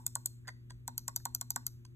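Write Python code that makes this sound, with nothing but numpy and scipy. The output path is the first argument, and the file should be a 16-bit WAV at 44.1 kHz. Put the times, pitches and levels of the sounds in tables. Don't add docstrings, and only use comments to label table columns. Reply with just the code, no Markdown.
import sys
import numpy as np
from scipy import signal
from scipy.fft import rfft, irfft
from scipy.io import wavfile
from scipy.ndimage import uniform_filter1d

SR = 44100
rng = np.random.default_rng(int(sys.argv[2]) if len(sys.argv) > 2 else 0)


def elevation(decibels):
    levels = np.asarray(decibels, float)
    return 10 ** (levels / 20)


def wrap_up_sound(samples):
    columns = np.atleast_2d(samples).T
    tamed = np.clip(columns, -1, 1)
    steps = np.round(tamed * 32767).astype(np.int16)
    wavfile.write(sys.argv[1], SR, steps)


N = 85995

# frequency in Hz, level in dB, decay time t60 in seconds.
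FIRST_SWITCH = [(3540, -16.5, 0.018), (4670, -54.5, .012), (5720, -14.5, 0.023), (7374, 12, 0.0048),
                (8490, 6.5, 0.0085), (7900, 4.5, 0.0058), (8800, -41, 0.023), (9650, 1.5, 0.013),
                (10790, -3.5, 0.007), (11610, 1, 0.0059), (12700, 0.5, 0.0032), (13400, -1.5, 0.021),
                (13700, -6.5, 0.0016), (15500, -8.5, .008)]
# frequency in Hz, level in dB, t60 in seconds.
RELEASE_SWITCH = [(2930, -15, 0.0017), (4700, 0, 0.017), (6080, -4.5, 0.0058), (6025, 7, 0.011),
                  (7490, 7, 0.0047), (8570, -2.5, 0.014), (9350, 2.5, 0.0066), (10590, -6, 0.0035),
                  (11620, 1, 0.0059), (14470, -9, 0.0031), (13060, 10.5, 0.0034), (12970, -15.5, 0.0021),
                  (14740, -15, 0.02), (14800, -6.5, 0.012)]
# time from the click in ms, level in dB.
FIRST_CONTACTS = [
    (-4, -32),
    (-2.5, -30),
    (-1, -27),
    (.8, 0),
    (1.4, -7),
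    (2, -4),
    (2.6, -8),
    (3.4, -11),
    (4.6, -16),
    (6, -22),
]

SCATTER_DB = 1.5
SHELL_ROOM_DB = 0.5
ROOM_DAMP = 0.45


def level(x, db):
    return x * elevation(db) / np.sqrt(np.mean(x ** 2))


def ring(modes, scatter_db, size=3000):
    detune = 0.006
    t = np.arange(size) / SR
    hz, db, t60 = np.array(modes).T[:, :, None]
    gain_chance, pitch_chance = rng.standard_normal((len(modes), 2)).T[:, :, None]
    sign = (-1) ** np.arange(len(modes))[:, None]
    onset = 1 - np.exp(-2 * t * hz)
    decay = np.exp(-np.log(1000) * t / t60)
    sines = np.sin(2 * np.pi * hz * (1 + detune * pitch_chance) * t)
    y = (sign * elevation(db + scatter_db * gain_chance) * onset * decay * sines).sum(0)
    return y / np.sqrt(np.sum(elevation(2 * db)))


def add(x, y, s):
    i = int(s * SR) - 8
    taps = np.arange(-8, 9) - s * SR % 1
    kernel = np.sinc(taps) * np.cos(np.pi * taps / 18) ** 2
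    y = np.convolve(y, kernel)[:N - i]
    x[i:i + len(y)] += y


def snap(x, s, db, bright_db, modes, contacts):
    # frequency in Hz, level in dB, t60 in seconds.
    housing = [(640, -0.5, 0.011), (820, 1, 0.014), (1073, -10, 0.018), (1414, -3, 0.012),
               (2124, -17.5, 0.039), (2512, -21, 0.049), (3120, -13, 0.029), (3706, -3.5, 0.018),
               (4280, 3, 0.026), (5230, 3, 0.015)]
    snap_db, housing_db, room_feed_db = -2, -22, -0.5
    rest_ms, rest_fade_ms, rest_db = 2.9, 0.8, -8
    leaf = [m for m in modes if 6500 < m[0] < 9000]
    struck = [(f, g + bright_db * np.log2(f / 7000), t60) for f, g, t60 in modes]
    blurred = [(f, g, ROOM_DAMP * t60) for f, g, t60 in modes]
    for ms, contact_db in contacts:
        at = s + ms * (1 + 0.0646 * rng.standard_normal()) / 1000
        settled = np.clip((np.arange(3000) / SR * 1000 + ms - rest_ms) / rest_fade_ms, 0, 1)
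        gain = elevation(db + snap_db + contact_db + rest_db * (ms < rest_ms) * settled)
        add(x[0], gain * ring(struck if ms > 0 else leaf, SCATTER_DB), at)
        if ms > 0:
            crack = elevation(db + housing_db + contact_db) * ring(housing, SCATTER_DB)
            add(x[0], crack, at)
            add(x[1], crack, at)
    add(x[1], elevation(db + snap_db + room_feed_db) * ring(blurred, 1), s)


def knock(x, s, db):
    # frequency in Hz, level in dB, t60 in seconds.
    shell = [(621, -12.5, 0.018), (746, -13.5, 0.017), (947.6, 0, 0.022), (1106.5, -11.5, 0.06),
             (1473, -1.5, 0.03), (1953, -4.5, 0.015), (2270, -46, .015), (245, -17, 0.31)]
    late_ms, push_ms, knock_db = 3.333, 2.38, -0.5
    push = np.hanning(41) ** (9 / push_ms ** 2)
    thud = np.convolve(ring(shell, 2 * SCATTER_DB), push / push.sum())[:3000]
    for ms, part_db in ((0, 1.2), (1.1, 6.8)):
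        for row, feed_db in zip(x, (0, SHELL_ROOM_DB)):
            add(row, elevation(db + knock_db + part_db + feed_db) * thud, s + (late_ms + ms) / 1000)


def button(clicks, modes, contacts):
    x = np.zeros((2, N))
    for s, snap_db, knock_db, bright_db in clicks:
        snap(x, s, snap_db, bright_db, modes, contacts)
        knock(x, s, knock_db)
    return x


def first_button():
    # time in seconds, snap in dB, shell knock in dB, brightness in dB per octave.
    clicks = [
        (0.064, -17.5, -49, -1),
        (0.1531, -19.5, -36.5, -7),
        (0.2578, -17, -61, -1.5),
    ]
    return button(clicks, FIRST_SWITCH, FIRST_CONTACTS)


def second_button_down():
    # time in seconds, snap in dB, shell knock in dB, brightness in dB per octave.
    presses = [
        (0.8768, -21.5, -37, 0.5),
        (1.0786, -18.5, -35, 0.46),
        (1.2525, -18, -33, 0.8),
        (1.4108, -18.5, -40.5, 0.84),
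        (1.559, -17, -31.5, 0.26),
    ]
    # frequency in Hz, level in dB, t60 in seconds.
    switch = [(2060, -37, 0.0054), (3480, -24, 0.01), (5870, -13, 0.02), (6970, 5, 0.0012),
              (7200, -4, 0.012), (8110, -9.5, 0.0091), (7800, -36, 0.0045), (8870, -4, 0.0021),
              (11550, -21, 0.0098), (11700, -15.5, 0.0043), (13000, -9.5, 0.0043), (14440, -21.5, 0.012),
              (14500, -8, 0.0072), (15200, -15, 0.0044)]
    # time from the click in ms, level in dB.
    contacts = [
        (-4.5, -30),
        (-2.5, -29),
        (-1, -27),
        (1.2, 0),
        (1.7, -5),
        (2.3, -4),
        (2.9, -7),
        (3.8, -12),
        (5, -12),
        (6.4, -18),
    ]
    return button(presses, switch, contacts)


def second_button_up():
    # time in seconds, snap in dB, shell knock in dB, brightness in dB per octave.
    releases = [
        (0.9783, -20.5, -56.5, 0.43),
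        (1.1609, -18, -49, 0.5),
        (1.3473, -19.5, -56, 1),
        (1.504, -19.5, -53, 0.28),
        (1.6652, -20, -55, 0.33),
    ]
    # time from the click in ms, level in dB.
    contacts = [
        (-5, -33),
        (-3, -29),
        (-1.2, -27),
        (.7, 0),
        (1.5, -3),
        (2.1, -7),
        (2.8, -7),
        (3.8, -8),
        (5, -15),
        (6.3, -17),
    ]
    return button(releases, RELEASE_SWITCH, contacts)


def nail_ticks():
    # time in seconds, snap in dB, shell knock in dB, tap in dB.
    ticks = [
        (0.48, -41, -64, -43.5),
        (0.707, -48.5, -72, -49.5),
        (1.851, -66, -100, -57.5),
        (0.88, -73, -85, -54),
    ]
    # frequency in Hz, level in dB, t60 in seconds.
    edge = [(4300, -12, 0.011), (6400, -7, 0.01), (7100, 5, 0.0034), (8800, 4, 0.0029),
            (10100, -34, 0.0022), (10900, -21, 0.0037), (12100, -20, .004)]
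    # frequency in Hz, level in dB, t60 in seconds.
    tapped = [(1007, 2.5, 0.036), (1550, -5, 0.045), (1740, -7.5, 0.012), (3310, -8.5, 0.036)]
    x = button([(s, db, knock_db, 0) for s, db, knock_db, _ in ticks], edge, [(0.1, 5), (0.8, -2)])
    for s, _, _, tap_db in ticks:
        add(x[0], elevation(tap_db) * ring(tapped, SCATTER_DB), s)
    return x


def scuffs():
    # start in seconds, length in seconds, shell level in dB, rattle level in dB.
    rubs = [
        (0.448, 0.026, -79, -102),
        (0.472, 0.0076, -64, -73.5),
        (0.478, 0.0027, -44, -57.5),
        (0.48, 0.0132, -50.5, -68),
        (0.698, 0.0042, -68.5, -74),
        (0.703, 0.0074, -64, -66),
        (1.198, 0.01, -75, -86),
        (1.8487, 0.0074, -89.5, -73.5),
    ]
    # frequency in Hz, level in dB, t60 in seconds.
    rubbed = [(500, -10, .012), (640, -5, .012), (750, -3, .012), (830, -1, .014), (955, -1, .014),
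              (1040, -4, .012), (1250, -9, .01), (1555, 0, .012), (1875, 0, .014), (2140, -8, .01),
              (3500, -16, .01)]
    slips_per_s, fade_nepers = 5000, 0.26
    loose = [(f, 0.163 * db - 9.0 * np.log2(f / 7000), ROOM_DAMP * t60) for f, db, t60 in RELEASE_SWITCH[:-1]]
    x, t = np.zeros((2, N)), np.arange(N) / SR
    slips = (rng.random((2, N)) < slips_per_s / SR) * rng.standard_normal((2, N))
    to_phone_and_room = np.array([[0], [SHELL_ROOM_DB]])
    for s, length, shell_db, rattle_db in rubs:
        u = (t - s) / length
        env = np.clip(u * length * 700, 0, 1) * np.clip((1 - u) * length * 500, 0, 1)
        env = env * np.exp(-fade_nepers * np.clip(u, 0, 1))
        rub = signal.fftconvolve(slips[0] * env, ring(rubbed, SCATTER_DB))[:N]
        rattle = signal.fftconvolve(slips[1] * env, ring(loose, SCATTER_DB))[:N]
        x += elevation(shell_db + 8 + to_phone_and_room) * rub + elevation(rattle_db + 20.5) * rattle
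    return x


def desk_thump():
    x = np.zeros((2, N))
    hz, db, t60_s = 57, -25.5, 0.34
    add(x[0], elevation(db) * ring([(hz, 0, t60_s)], 0, size=14000), 0.74)
    return x


def direct_path(sound):
    # frequency in Hz, phase by which left leads in radians, left over right in dB.
    ports = [(1000, -.6, -1), (1900, -1.2, -4), (3000, 1.3, -4), (5250, 3.7, 2), (6630, 5.9, 0),
             (9820, 9.5, 0), (13000, 13.3, 0), (15400, 16.3, 0)]
    # frequency in Hz, gain in dB.
    mic = [(150, -21.5), (300, 1), (14000, 6), (14800, 3), (15800, 1), (16600, -27), (18000, -67.5)]
    hz = np.arange(N // 2 + 1) * SR / N
    f, turn, db = np.array([(0, 0, 0.0024)] + ports).T
    left = elevation(np.interp(hz, f, db) / 2)
    right = np.exp(-1j * np.interp(hz, f, turn)) / left
    return irfft(rfft(sound) * elevation(np.interp(hz, *np.array(mic).T)) * np.array([left, right]), N)


def room(x):
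    start_ms, t60_s, tail_db = 3.5, 0.37, -12
    echo_ms, spread_ms, echo_db = 13.5, 2, -11.5
    low_hz, low_t60_s = 1800, 0.22
    ms = np.arange(SR // 2) / SR * 1000
    tail = np.clip(ms / start_ms - 1, 0, 1) * np.exp(-np.log(1000) * ms / 1000 / t60_s)
    echo = np.exp(-((ms - echo_ms) / spread_ms) ** 2)
    env = level(tail, tail_db) + level(echo, echo_db)
    answer = env * rng.standard_normal((2, len(ms))) / np.sqrt(len(ms))
    low = signal.sosfiltfilt(signal.butter(2, low_hz, fs=SR, output="sos"), answer)
    answer = answer - low * (1 - elevation(-60 * ms / 1000 * (1 / low_t60_s - 1 / t60_s)))
    return signal.fftconvolve(x[None], answer, axes=1)


def reverberation(to_room):
    earlier_s, earlier_db = 0.054, -19.5
    earlier = button([(0.01, earlier_db, earlier_db - 12, 0)], FIRST_SWITCH, FIRST_CONTACTS)[1]
    lead = int(earlier_s * SR)
    return room(np.pad(to_room, (lead, 0)) + np.pad(earlier, (0, lead)))[:, lead:lead + N]


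def colour(shape, size):
    hz = np.arange(N // 2 + 1) * SR / N + 1
    f, db = np.array(shape).T
    gain = elevation(np.interp(np.log(hz), np.log(f), db, left=-60, right=-90))
    return irfft(rfft(rng.standard_normal((size, N))) * gain, N)


def hiss():
    # frequency in Hz, level in dB per Hz.
    spectrum = [(400, -1), (750, -7), (1150, 0), (2500, -0.5), (5000, -13), (9400, -12), (14200, -12),
                (15100, -25)]
    return level(colour(spectrum, size=2), -78.5)


def diffuse_field(x):
    # frequency in Hz, phase by which left leads in radians, likeness from 0 to 1.
    coherence = [(450, 0, .7), (1100, 2.9, .4), (2200, 3, .9), (3000, 3, .96), (3700, 2.1, .6),
                 (4300, 2.9, .97), (5150, 3.35, .98), (6600, 6.15, .99), (7400, 6.45, .99),
                 (9100, 9.25, .995), (10400, 9.6, .995), (11800, 12.4, .995), (13000, 12.75, .995),
                 (14300, 15.55, .995), (15600, 15.8, .995)]
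    top_hz = 15600
    hz = np.arange(N // 2 + 1) * SR / N
    a, b = rfft(x) / np.sqrt(1 + (hz / top_hz) ** 80)
    f, turn, alike = np.array(coherence).T
    alike, turn = np.interp(hz, f, alike), np.interp(hz, f, turn)
    right = (alike * a + np.sqrt(1 - alike ** 2) * b) * np.exp(-1j * turn)
    return irfft(np.array([a, right]), N)


def mains_hum():
    # frequency in Hz, rms level in dB.
    partials = [(120, -53), (240, -69.5), (350, -76)]
    pan_db, wobble_db, lead_rad = 1.6, 1, 0.35
    t, lr = np.arange(N) / SR, np.array([[1], [-1]])
    drift = uniform_filter1d(uniform_filter1d(rng.standard_normal((3, N)), 2000), 2000)
    drift = level(drift, 0)
    hum = np.zeros((2, N))
    for k, (f, db) in enumerate(partials):
        phase = 2 * np.pi * f * t + k + lr * lead_rad / 2 + 0.09 * drift[k - 1]
        hum += np.sqrt(2) * elevation(db + wobble_db * (k + 0.5) * drift[k]) * np.sin(phase)
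    return hum * elevation(lr * pan_db / 2)


def rumble():
    # frequency in Hz, level in dB per Hz.
    spectrum = [(20, -23), (40, -3.5), (100, -5), (220, -16), (260, -19.5), (400, -26.5), (500, -39),
                (700, -62.5)]
    side_db, tilt_db = -14, 7
    wide = [(f, db + side_db + tilt_db * np.log2(f / 60)) for f, db in spectrum]
    mid, side = colour(spectrum, size=1)[0], colour(wide, size=1)[0]
    return (mid + np.array([[1], [-1]]) * side) * elevation(-61.5) / mid.std()


def scene():
    mouse = first_button() + second_button_down() + second_button_up()
    mouse += nail_ticks() + scuffs() + desk_thump()
    to_phone, to_room = mouse
    diffuse = diffuse_field(reverberation(to_room) + hiss())
    return direct_path(to_phone) + diffuse + mains_hum() + rumble()


def band_limit(x):
    return signal.sosfilt(signal.butter(12, 16800, fs=SR, output="sos"), x)


def record(dry):
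    return band_limit(dry)


dry = scene()
out = record(dry)
wrap_up_sound(out)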